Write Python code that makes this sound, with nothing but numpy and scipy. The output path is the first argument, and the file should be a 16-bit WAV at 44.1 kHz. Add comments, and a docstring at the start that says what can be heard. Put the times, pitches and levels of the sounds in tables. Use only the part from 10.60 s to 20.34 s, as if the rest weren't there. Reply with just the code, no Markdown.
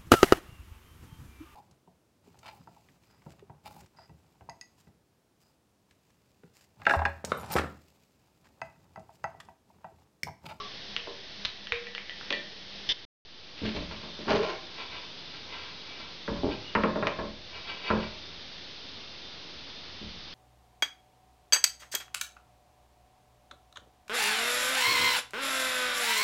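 """Caulking gun and tile

A caulking gun clicks and twangs as struck resonators; its rod squeaks by stick-slip as the pressure is let off.
After a short silence a tile is carried to a bench, scraped along its edge, knocked into place and pressed down:
cloth rubs as shaped noise, friction excites resonances, and blows ring decaying modes of tile and bench.
Hiss and a faint hum lie beneath, in a small hard room made of decaying noise echoes.
A narrow-band mono microphone ducks its gain after sharp sounds.
"""
import sys
import numpy as np
from scipy import signal
from scipy.fft import rfft, irfft, next_fast_len
from scipy.io import wavfile
from scipy.ndimage import uniform_filter1d, minimum_filter1d

SR = 44100
rng = np.random.default_rng(int(sys.argv[2]) if len(sys.argv) > 2 else 0)


def store_pcm(level_fs):
    """Save levels as 16-bit WAV."""
    pcm = np.round(np.clip(level_fs, -1, 1) * 32767).astype(np.int16)
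    wavfile.write(sys.argv[1], SR, np.atleast_2d(pcm).T)


N = 429534
TIME = np.arange(N) / SR

# background spectra at the gluing table and at the bench: (frequency [Hz], relative density [dB per Hz])
TABLE_AIR = [(15, -28.5), (25, -7), (80, -9), (150, -9), (280, -10.5), (370, -7.5), (650, -10.5),
             (1320, -16), (1870, -9), (2400, -11), (3530, -4.5), (5250, -10), (6800, -30.5), (9000, -63.5)]
BENCH_AIR = [(15, -50.5), (25, -12), (81, -5.5), (107, -8), (167, -6), (197, -7), (243, -5), (540, -8.5),
             (699, -10.5), (1550, -12), (2540, -9), (3530, -4), (5010, -7.5), (6050, -20), (6800, -29.5),
             (8840, -60.5), (15000, -120)]
# faint tones at the table and at the bench: (frequency [Hz], level [dB])
TABLE_HUM = [(200, -58.5), (385, -80.5)]
BENCH_HUM = [(82, -64.5), (166, -66.5), (3585, -58.5)]

# swishes of work clothes and tool belt on the way to the bench: (peak time [s], level [dB], release [s])
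SWISHES = [(2.978, -43, 0.15), (3.055, -35.5, 0.068), (3.15, -39.5, 0.13), (3.315, -44.5, 0.15),
           (3.61, -49.5, .2)]
# spectrum of rubbing cloth: (frequency [Hz], relative density [dB per Hz])
CLOTH_SPECTRUM = [(60, -8), (250, 6.5), (800, -2.5), (1500, -1), (2500, 4.5), (4500, 1), (6500, -20)]

# soft nudges that leave tile and table humming: (time [s], frequency [Hz], level [dB], t60 [s])
NUDGES = [(0, 416, -45, 0.22), (0, 1072, -40.5, 0.15), (0, 1150, -38.5, 0.17), (0, 1314, -47, 0.28),
          (.478, 397, -37.5, 0.27), (.478, 471, -37, 0.26)]

# pushes dragging the tile's edge over the bench:
# (peak time [s], level [dB], release [s], groan of the panel relative to the level [dB])
PUSHES = [(3.705, -25.5, 0.089, -9), (3.763, -30, 0.027, 4), (3.804, -40, 0.058, 9.5),
          (3.836, -33, .09, -20.5), (3.894, -33.5, .1, -26)]
# light scuffs of the tile sliding under the fingers: (peak time [s], level [dB], release [s])
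SCUFFS = [(4.205, -38, 0.072), (4.345, -41, 0.14), (4.75, -47, 0.081), (4.93, -41.5, 0.31),
          (5.31, -47.5, 0.1), (5.41, -47.5, 0.17), (5.93, -39, 0.037), (6.955, -43, 0.088),
          (7.10, -36.5, 0.091), (7.22, -53, 0.14), (7.282, -34, 0.071), (7.435, -40.5, .08)]
# the rubbed glaze squeals: (peak time [s], level [dB], release [s])
SQUEALS = [(6.065, -46.5, 0.25)]
# resonances of the dragged and of the sliding tile: (frequency [Hz], width [Hz], relative level [dB])
DRAG_PEAKS = [(341, 51, 1), (420, 142, -2), (630, 63, -3.5), (770, 87, -2.5), (1047, 65, -2),
              (1400, 280, -11), (2330, 340, -10), (2890, 550, -12.5), (4620, 1050, -17)]
SLIDE_PEAKS = [(415, 130, -6), (716, 240, -8.5), (1007, 92, 0), (1347, 59, -4.5), (1566, 50, -3.5),
               (2012, 74, -2), (2318, 46, 3.5), (2570, 60, 1), (2890, 130, -2), (3380, 89, -1.5),
               (3750, 87, -5), (4550, 150, -5)]

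# modes of the tile juddering over the lip of the bench: (frequency [Hz], relative level [dB], t60 [s])
JUDDER_MODES = [(205, -10, 0.046), (290, -2, 0.035), (372, -3.5, 0.057), (432, -4, 0.04), (584, -4, 0.028),
                (820, -4, 0.013)]

# blows on tile and bench:
# (time [s], level [dB], contact brightness as top edge [Hz], low edge [Hz], relative crack strength [dB])
KNOCKS = [(.472, -32, 910, 420, -21), (1.707, -25, 564, 382, -3), (3.017, -25.5, 262, 70.5, 5.5),
          (3.031, -20.5, 280, 71, -3), (3.051, -32.5, 500, 70, 7.5), (3.149, -30, 442, 70, -14),
          (3.162, -28.5, 710, 70, -15.5), (3.189, -29, 328, 69, -11), (3.309, -38, 2610, 56, 7.5),
          (3.433, -38, 1200, 119, -18.5), (3.590, -34.5, 590, 120, -27), (3.669, -27, 450, 120, -33.5),
          (3.682, -26.5, 1500, 120, 8.5), (3.698, -23, 1200, 110, -3.5), (3.71, -22, 1296, 89, -6.5),
          (3.728, -23, 1190, 90, -1.5), (5.678, -26, 1570, 70, -4), (5.711, -26.5, 383, 40, -1.5),
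          (5.757, -34, 990, 30, -17), (6.1512, -16.5, 2720, 110, 7), (6.2357, -16, 1960, 118, 6),
          (6.357, -21, 990, 150, -5), (6.426, -21, 1800, 129, 4), (6.4700, -24.5, 4000, 160, 17.5),
          (6.588, -23.5, 1590, 110, -4), (6.646, -32.5, 1200, 101, -14), (6.953, -52, 4000, 500, 15),
          (7.3025, -21, 1690, 100, 8), (7.310, -23, 1160, 80, 14), (7.333, -23, 1100, 70, -4),
          (9.413, -27.5, 170, 87.5, -31)]
# strongest modes of the tile on the bench: (frequency [Hz], relative level [dB], t60 [s])
BENCH_MODES = [(68, -21.5, 0.47), (178.2, -11, 0.41), (216.4, -5, 0.31), (251, -21, 0.26),
               (293.3, -14, 0.3), (358, -15.5, .35), (423.3, -16.5, 0.19), (454, -17, 0.35),
               (572, -7, 0.26), (619.5, -15, 0.49), (649, -20, 0.5), (930, -6.5, 0.15), (1027, -10, 0.14),
               (1067, -13.5, .22), (1084, -19, 0.2), (1435, -22.5, 0.2), (1690, -24, 0.14),
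               (1714, -23.5, 0.51)]
# the crowd of weaker modes: (frequency [Hz], relative density [dB per Hz], t60 [s])
BENCH_CROWD = [(40, 4, 0.23), (103, -2, 0.29), (216, -10, 0.46), (464, 0, 0.14), (805, -10.5, .25),
               (1060, -5.5, 0.17), (1800, -3, 0.06), (2550, -8, 0.084), (3500, -26.5, 0.033),
               (7000, -30, 0.028)]
# booms of the hollow cabinet under heavy blows: (time [s], level [dB])
BOOMS = [(3.16, -44), (3.71, -57), (5.689, -41.5), (5.759, -51), (6.154, -39), (6.59, -42), (7.313, -40),
         (9.422, -50)]
# modes of the cabinet: (frequency [Hz], relative level [dB], t60 [s])
CABINET_MODES = [(37.3, -5, 1), (47, -3, .35), (67.7, 0, 0.82), (78, -6.5, 0.32)]

# resonances of the rod: (frequency [Hz], width [Hz], relative level [dB])
ROD_PEAKS = [(1780, 200, -13.5), (3070, 160, -4.5), (3580, 214, -8), (5000, 540, -13), (5800, 680, -23)]

# jolts of the plunger in its tube when the pressure changes: (time [s], level [dB])
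JOLTS = [(.851, -39), (1.1215, -32.5), (1.725, -57), (2.29, -41)]

# snaps of trigger and catch plate:
# (time [s], level [dB], pitch [Hz], spring relative to the level [dB], frame ring relative to the level [dB])
TRIGGER = [(0.3645, -12.5, 2970, -15, -22), (0.85, -13.5, 3750, -33, -36), (0.854, -16, 4100, -22, -43),
           (0.854, -17.5, 3100, -33, -29.5), (1.0705, -22, 3100, -25, -10.5),
           (1.1214, -12.5, 3770, -33, -24.5), (1.1215, -7, 2420, 0, -22), (1.269, -25, 2410, -10, -3),
           (1.3496, -17.5, 3070, -8, -9.5), (1.3801, -17, 2270, -12.5, -14.5),
           (1.4952, -20, 3050, -12.5, -5.5), (1.611, -25.5, 1620, -11.5, -24.5),
           (1.7048, -15, 3550, -6.5, -27), (1.7068, -15, 2620, -21, -20.5), (1.7260, -13, 3400, -21, -0.5)]
# modes of the gun's steel frame: (frequency [Hz], relative level [dB], t60 [s])
FRAME_MODES = [(1770, -11, 0.05), (1870, -20.5, 0.36), (1810, -16, .12), (1960, -13, 0.18),
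               (1990, -20.5, 0.083), (2370, -24.5, 0.2), (2630, -29.5, 0.18), (2670, -29, .16),
               (2860, -27, 0.16), (3200, -34.5, .1), (3530, -26, .1), (3640, -30, .08), (4420, -21, 0.2)]
# modes of the return spring: (frequency [Hz], relative level [dB], t60 [s])
SPRING_MODES = [(474, -23, .54), (496, -26.5, .2)]

TABLE_AIR_DB, BENCH_AIR_DB = -43.5, -45
PAUSE_START_S, PAUSE_END_S = 2.451, 2.65
SWISH_ATTACK_S, PUSH_ATTACK_S, SCUFF_ATTACK_S, SQUEAL_ATTACK_S = 0.02, 0.036, 0.071, 0.034
GROAN_HZ, SQUEAL_HZ = 409.4, 2880
JUDDER_START_S, JUDDER_GAP_S = 5.8329, 0.0112
JUDDER_DB, JUDDER_LOSS_DB = -20.5, 1.43   # first slip; loss per slip
CLATTER_T60_S, BUZZ_T60_S = 0.055, 0.25
ROD_START_S, ROD_HOLD_S, ROD_RELEASE_S = 2.2898, 0.033, 0.022
ROD_DB, ROD_SLIPS_PER_S, ROD_PITCH_HZ = -23.5, 400, 3480
JOLT_HZ, JOLT_T60_S = 85, 0.045
ROOM_T60_S, WALL_CUT_HZ = 0.5, 4200
DUCK_ABOVE_HZ, DUCK_THRESHOLD_DB, DUCK_SLOPE = 2500, -34, 0.47   # slope in dB per dB
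DUCK_ATTACK_S, DUCK_HOLD_S, RECOVER_DB_PER_S = 0.03, 0.3, 16.5
RESTART_DUCK_DB = 7   # the gain starts low after the pause
OVERLOAD = 0.67   # peaks are rounded towards this amplitude
CUTOFF_HZ = 6500


def from_db(db):
    """Logarithmic level: decibels to amplitude gain."""
    return 10 ** (np.asarray(db) / 20)


def rms_one(x):
    """Mean power: scale to an rms of 1."""
    return x / np.sqrt(np.mean(x ** 2) + 1e-20)


def add(out, s, sound):
    """Superposition: mix a sound in at a time in seconds."""
    start = max(round(s * SR), 0)
    out[start:start + len(sound)] += sound[:N - start]


def cut(x, hz, kind, order=2):
    """Linear filtering: Butterworth low- or high-pass."""
    sections = signal.butter(order, np.clip(hz, 10, 0.45 * SR), kind, fs=SR, output="sos")
    return signal.sosfilt(sections, x + 1e-18)


def decay(t, t60):
    """Exponential decay: 60 dB of loss in t60 seconds."""
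    return np.exp(-np.log(1000) * t / t60)


def coloured(spectrum):
    """Spectral shaping: noise weighted by (Hz, dB) points; rms 1."""
    hz, db = np.transpose(spectrum)
    size = next_fast_len(N)
    bins = np.log(np.fft.rfftfreq(size, 1 / SR) + 1)
    gain = from_db(np.interp(bins, np.log(hz), db))
    return rms_one(irfft(rfft(rng.standard_normal(size)) * gain, size)[:N])


def resonate(x, peaks):
    """Forced resonance: parallel two-pole resonators (Hz, width, dB) of alternating sign."""
    out = 0
    for k, (hz, width, db) in enumerate(peaks):
        radius = np.exp(-np.pi * width / SR)
        poles = [1, -2 * radius * np.cos(2 * np.pi * hz / SR), radius * radius]
        gain = (-1) ** k * from_db(db) * (1 - radius * radius) / 2
        out = out + gain * signal.lfilter([1, 0, -1], poles, x + 1e-18)
    return out


def ring(modes, scatter_db):
    """Modal vibration: one second of decaying sines (Hz, dB, t60) of chance strength and sign."""
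    t = TIME[:SR]
    out = 0
    for hz, db, t60 in modes:
        strength = rng.choice([-1, 1]) * from_db(db + scatter_db * rng.normal())
        out = out + strength * decay(t, t60) * np.sin(2 * np.pi * hz * t)
    return out


def dying_noise(rows):
    """High modal density: one second of noise bands, each with its own decay; unit energy."""
    hz, db, t60 = np.transpose(rows)
    bins = np.log2(np.fft.rfftfreq(SR, 1 / SR) + 1)
    white, out = rfft(rng.standard_normal(SR)), 0
    for k, own in enumerate(np.eye(len(hz))):
        # triangular bands overlap to cover the spectrum
        band = irfft(white * np.interp(bins, np.log2(hz), own), SR)
        out = out + from_db(db[k]) * band * decay(TIME[:SR], t60[k])
    out = cut(out, CUTOFF_HZ, "low")
    return out / np.sqrt(np.sum(out ** 2))


def friction(per_s, spread_db):
    """Dry friction: tiny catches of uneven size at random moments."""
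    catches = rng.random(N) < per_s / SR
    sizes = from_db(spread_db * np.clip(rng.standard_normal(N), -2, 2))
    return catches * rng.choice([-1, 1], N) * sizes


def strokes(rows, attack_s):
    """Envelope of hand strokes: the gain rises 20 dB per attack and falls 20 dB per release."""
    gain = 0
    for s, db, release_s in rows:
        distance = np.maximum((s - TIME) / attack_s, (TIME - s) / release_s)
        gain = gain + from_db(db - 20 * np.clip(distance, 0, 10))
    return gain


def background(spectrum, hiss_db, hum):
    """Stationary noise: hiss over faint tones, unsteady because narrow resonances filter noise."""
    tones = 0
    for hz, db in hum:
        tones = tones + from_db(db) * rms_one(resonate(rng.standard_normal(N), [(hz, 3, 0)]))
    return from_db(hiss_db) * coloured(spectrum) + tones


def clothes(crinkle_db=3, crinkle_hz=90):
    """Amplitude modulation: cloth rubs in small uneven bursts of shaped noise."""
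    bursts = from_db(crinkle_db * rms_one(cut(rng.standard_normal(N), crinkle_hz, "low")))
    return strokes(SWISHES, SWISH_ATTACK_S) * rms_one(coloured(CLOTH_SPECTRUM) * bursts)


def nudges():
    """Free vibration: each nudge leaves a soft decaying tone."""
    out = np.zeros(N)
    for s, *mode in NUDGES:
        add(out, s, ring([mode], scatter_db=1))
    return out


def slide():
    """Fine friction: dense catches sound the resonances of the sliding tile."""
    grit = friction(per_s=4000, spread_db=2.5)
    return strokes(SCUFFS, SCUFF_ATTACK_S) * rms_one(resonate(grit, SLIDE_PEAKS))


def squeal():
    """Narrow resonance: rubbing noise on the glaze excites one thin pitch."""
    pitch = resonate(rng.standard_normal(N), [(SQUEAL_HZ, 45, 0)])
    return strokes(SQUEALS, SQUEAL_ATTACK_S) * rms_one(pitch)


def drag():
    """Coarse friction: sparser catches of grit sound the resonances of the dragged tile."""
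    grit = friction(per_s=1100, spread_db=3)
    pushing = strokes([push[:3] for push in PUSHES], PUSH_ATTACK_S)
    return pushing * rms_one(resonate(grit, DRAG_PEAKS))


def groan():
    """Frequency modulation: the panel groans under the dragged tile as a tone of wandering pitch."""
    waver = rms_one(cut(rng.standard_normal(N), 45, "low"))
    rows = [(s, db + groan_db, release_s) for s, db, release_s, groan_db in PUSHES]
    phase = 2 * np.pi * np.cumsum(GROAN_HZ * (1 + 0.09 * waver)) / SR
    return strokes(rows, PUSH_ATTACK_S) * np.sqrt(2) * np.sin(phase)


def judder(count=8):
    """Stick-slip: the edge jumps the lip in regular, dull, damped slips, each weaker on the whole."""
    out = np.zeros(N)
    for k in range(count):
        slip = cut(ring(JUDDER_MODES, scatter_db=1.5), 1300, "low")
        add(out, JUDDER_START_S + k * JUDDER_GAP_S, from_db(JUDDER_DB - k * JUDDER_LOSS_DB) * slip)
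    return out


def knocks(crowd_db=25, modes_db=-4, crack_db=22, crack_hz=1150, crack_width_hz=1100, clatter_db=-28):
    """Impact: a crack with brief clatter, then ringing modes, within the band that each contact excites."""
    out = np.zeros(N)
    for s, db, bright_hz, low_hz, sharp_db in KNOCKS:
        clatter = from_db(clatter_db) * rng.standard_normal(SR) * decay(TIME[:SR], CLATTER_T60_S)
        contact = signal.unit_impulse(SR) + clatter
        crack = resonate(contact, [(crack_hz, crack_width_hz, crack_db + sharp_db)])
        crowd = from_db(crowd_db) * dying_noise(BENCH_CROWD)
        body = crowd + from_db(modes_db) * ring(BENCH_MODES, scatter_db=1.0)
        blow = cut(body + crack, bright_hz, "low")
        add(out, s, from_db(db) * cut(blow, low_hz, "high"))
    return out


def booms():
    """Cavity resonance: the hollow cabinet answers with its low modes."""
    out = np.zeros(N)
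    for s, db in BOOMS:
        add(out, s, from_db(db) * cut(ring(CABINET_MODES, scatter_db=1.0), 110, "low"))
    return out


def rod(jitter=0.21, rasp_db=-30, pitch_width_hz=330, pitch_db=6, knock_db=-24):
    """Stick-slip: the rod slips through the catch plate hundreds of times a second, with a rasp between."""
    stop = ROD_START_S + ROD_HOLD_S
    slips, s = np.zeros(N), ROD_START_S
    for gap in np.exp(jitter * rng.standard_normal(size=30)) / ROD_SLIPS_PER_S:
        add(slips, s, np.ones(1))
        s += gap
    force = slips + from_db(rasp_db) * rng.standard_normal(N)
    steel = resonate(force, ROD_PEAKS)
    # one resonance of the rod stands far out of the rest
    pitch = resonate(steel, [(ROD_PITCH_HZ, pitch_width_hz, pitch_db)])
    knock = from_db(knock_db) * cut(force, 1500, "low", order=1)
    squeak = steel + pitch + knock
    started = TIME > ROD_START_S
    release_db = -60 * np.clip((TIME - stop) / ROD_RELEASE_S, 0, 2)
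    envelope = started * from_db(ROD_DB + release_db)
    return envelope * squeak / np.std(squeak[started & (TIME < stop)])


def jolts():
    """Damped oscillation: the plunger gives a short, dull thump."""
    out = np.zeros(N)
    for s, db in JOLTS:
        add(out, s, ring([(JOLT_HZ, db, JOLT_T60_S)], scatter_db=1.5))
    return out


def trigger(snap_width_hz=430, snap_db=28.0, tick_db=10.5, tick_low_hz=1200, tick_high_hz=3400,
            thud_db=-3, thud_hz=650, buzz_db=-7):
    """Impulse response: a snap gives tick, buzzing ping and thud, and spring and frame ring on."""
    out, click = np.zeros(N), signal.unit_impulse(SR)
    tick = from_db(tick_db) * cut(cut(click, tick_low_hz, "high"), tick_high_hz, "low", order=4)
    thud = from_db(thud_db) * cut(click, thud_hz, "low")
    dying = decay(TIME[:SR], BUZZ_T60_S)
    for s, db, hz, spring_db, frame_db in TRIGGER:
        buzz = from_db(buzz_db) * rng.standard_normal(SR) * dying / np.sqrt(np.sum(dying ** 2))
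        ping = cut(resonate(click + buzz, [(hz, snap_width_hz, snap_db)]), hz, "low")
        spring = from_db(spring_db) * ring(SPRING_MODES, scatter_db=0.5)
        frame = from_db(frame_db) * ring(FRAME_MODES, scatter_db=2)
        add(out, s, from_db(db) * (tick + ping + thud + spring + frame))
    return out


def reflections():
    """Diffuse reverberation: dense decaying echoes that favour no single pitch; unit energy."""
    t = TIME[:SR]
    dying = decay(t, ROOM_T60_S) * np.minimum(t / 0.0035, 1)   # reflections take a moment to build
    echoes = rng.standard_normal(SR) * dying
    for _ in range(4):   # even out the spectrum, then restore the decay
        echoes = irfft(np.exp(1j * np.angle(rfft(echoes))), SR)
        local_power = np.abs(uniform_filter1d(echoes ** 2, size=441))
        echoes = echoes * dying / np.sqrt(local_power + 1e-20)
    echoes = cut(echoes, WALL_CUT_HZ, "low", order=1)
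    return echoes / np.sqrt(np.sum(echoes ** 2))


def gain_control(x):
    """Automatic gain control: loud treble ducks the gain, which holds and creeps back, moving the hiss."""
    treble_power = uniform_filter1d(cut(x, DUCK_ABOVE_HZ, "high") ** 2, size=441)
    treble_db = 10 * np.log10(np.abs(treble_power) + 1e-12)
    duck_db = DUCK_SLOPE * np.maximum(treble_db - DUCK_THRESHOLD_DB, 0)
    half_hold = int(DUCK_HOLD_S * SR / 2)
    # running maximum over the hold time
    duck_db = -minimum_filter1d(-duck_db, 2 * half_hold + 1, origin=half_hold)
    duck_db[(TIME > PAUSE_START_S) & (TIME < PAUSE_END_S)] = RESTART_DUCK_DB
    # the ducking falls no faster than the recovery rate
    recovery_db = RECOVER_DB_PER_S * TIME
    duck_db = np.maximum.accumulate(duck_db + recovery_db) - recovery_db
    lag = np.exp(-1 / (DUCK_ATTACK_S * SR))
    return from_db(-signal.lfilter([1 - lag], [1, -lag], duck_db))


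def scene(gun_room_db=-9, rod_room_db=-21, bench_room_db=-9):
    """Superposition of direct sound, reverberation and air, with a separate room send for each source."""
    table_air = background(TABLE_AIR, TABLE_AIR_DB, TABLE_HUM)
    bench_air = background(BENCH_AIR, BENCH_AIR_DB, BENCH_HUM)
    air = np.where(TIME < PAUSE_START_S, table_air, bench_air)
    scrapes = drag() + groan() + slide() + squeal()
    bench = clothes() + scrapes + judder() + knocks() + booms()
    squeak = rod()
    gun = nudges() + jolts() + trigger()
    sent = from_db(gun_room_db) * gun + from_db(rod_room_db) * squeak + from_db(bench_room_db) * bench
    room = signal.fftconvolve(sent, reflections())[:N]
    return (gun + squeak + bench + room + air)[None]


def record(dry):
    """Saturation and band limiting: gain control, rounded peaks, offset, silent pause, steep top cut."""
    offset = 0.0025   # small steady shift of the waveform
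    running = (TIME < PAUSE_START_S) | (TIME > PAUSE_END_S)
    rounded = OVERLOAD * np.tanh(dry * gain_control(dry[0]) / OVERLOAD)
    return cut((rounded + offset) * running, CUTOFF_HZ, "low", order=24)


dry = scene()
out = record(dry)
store_pcm(out)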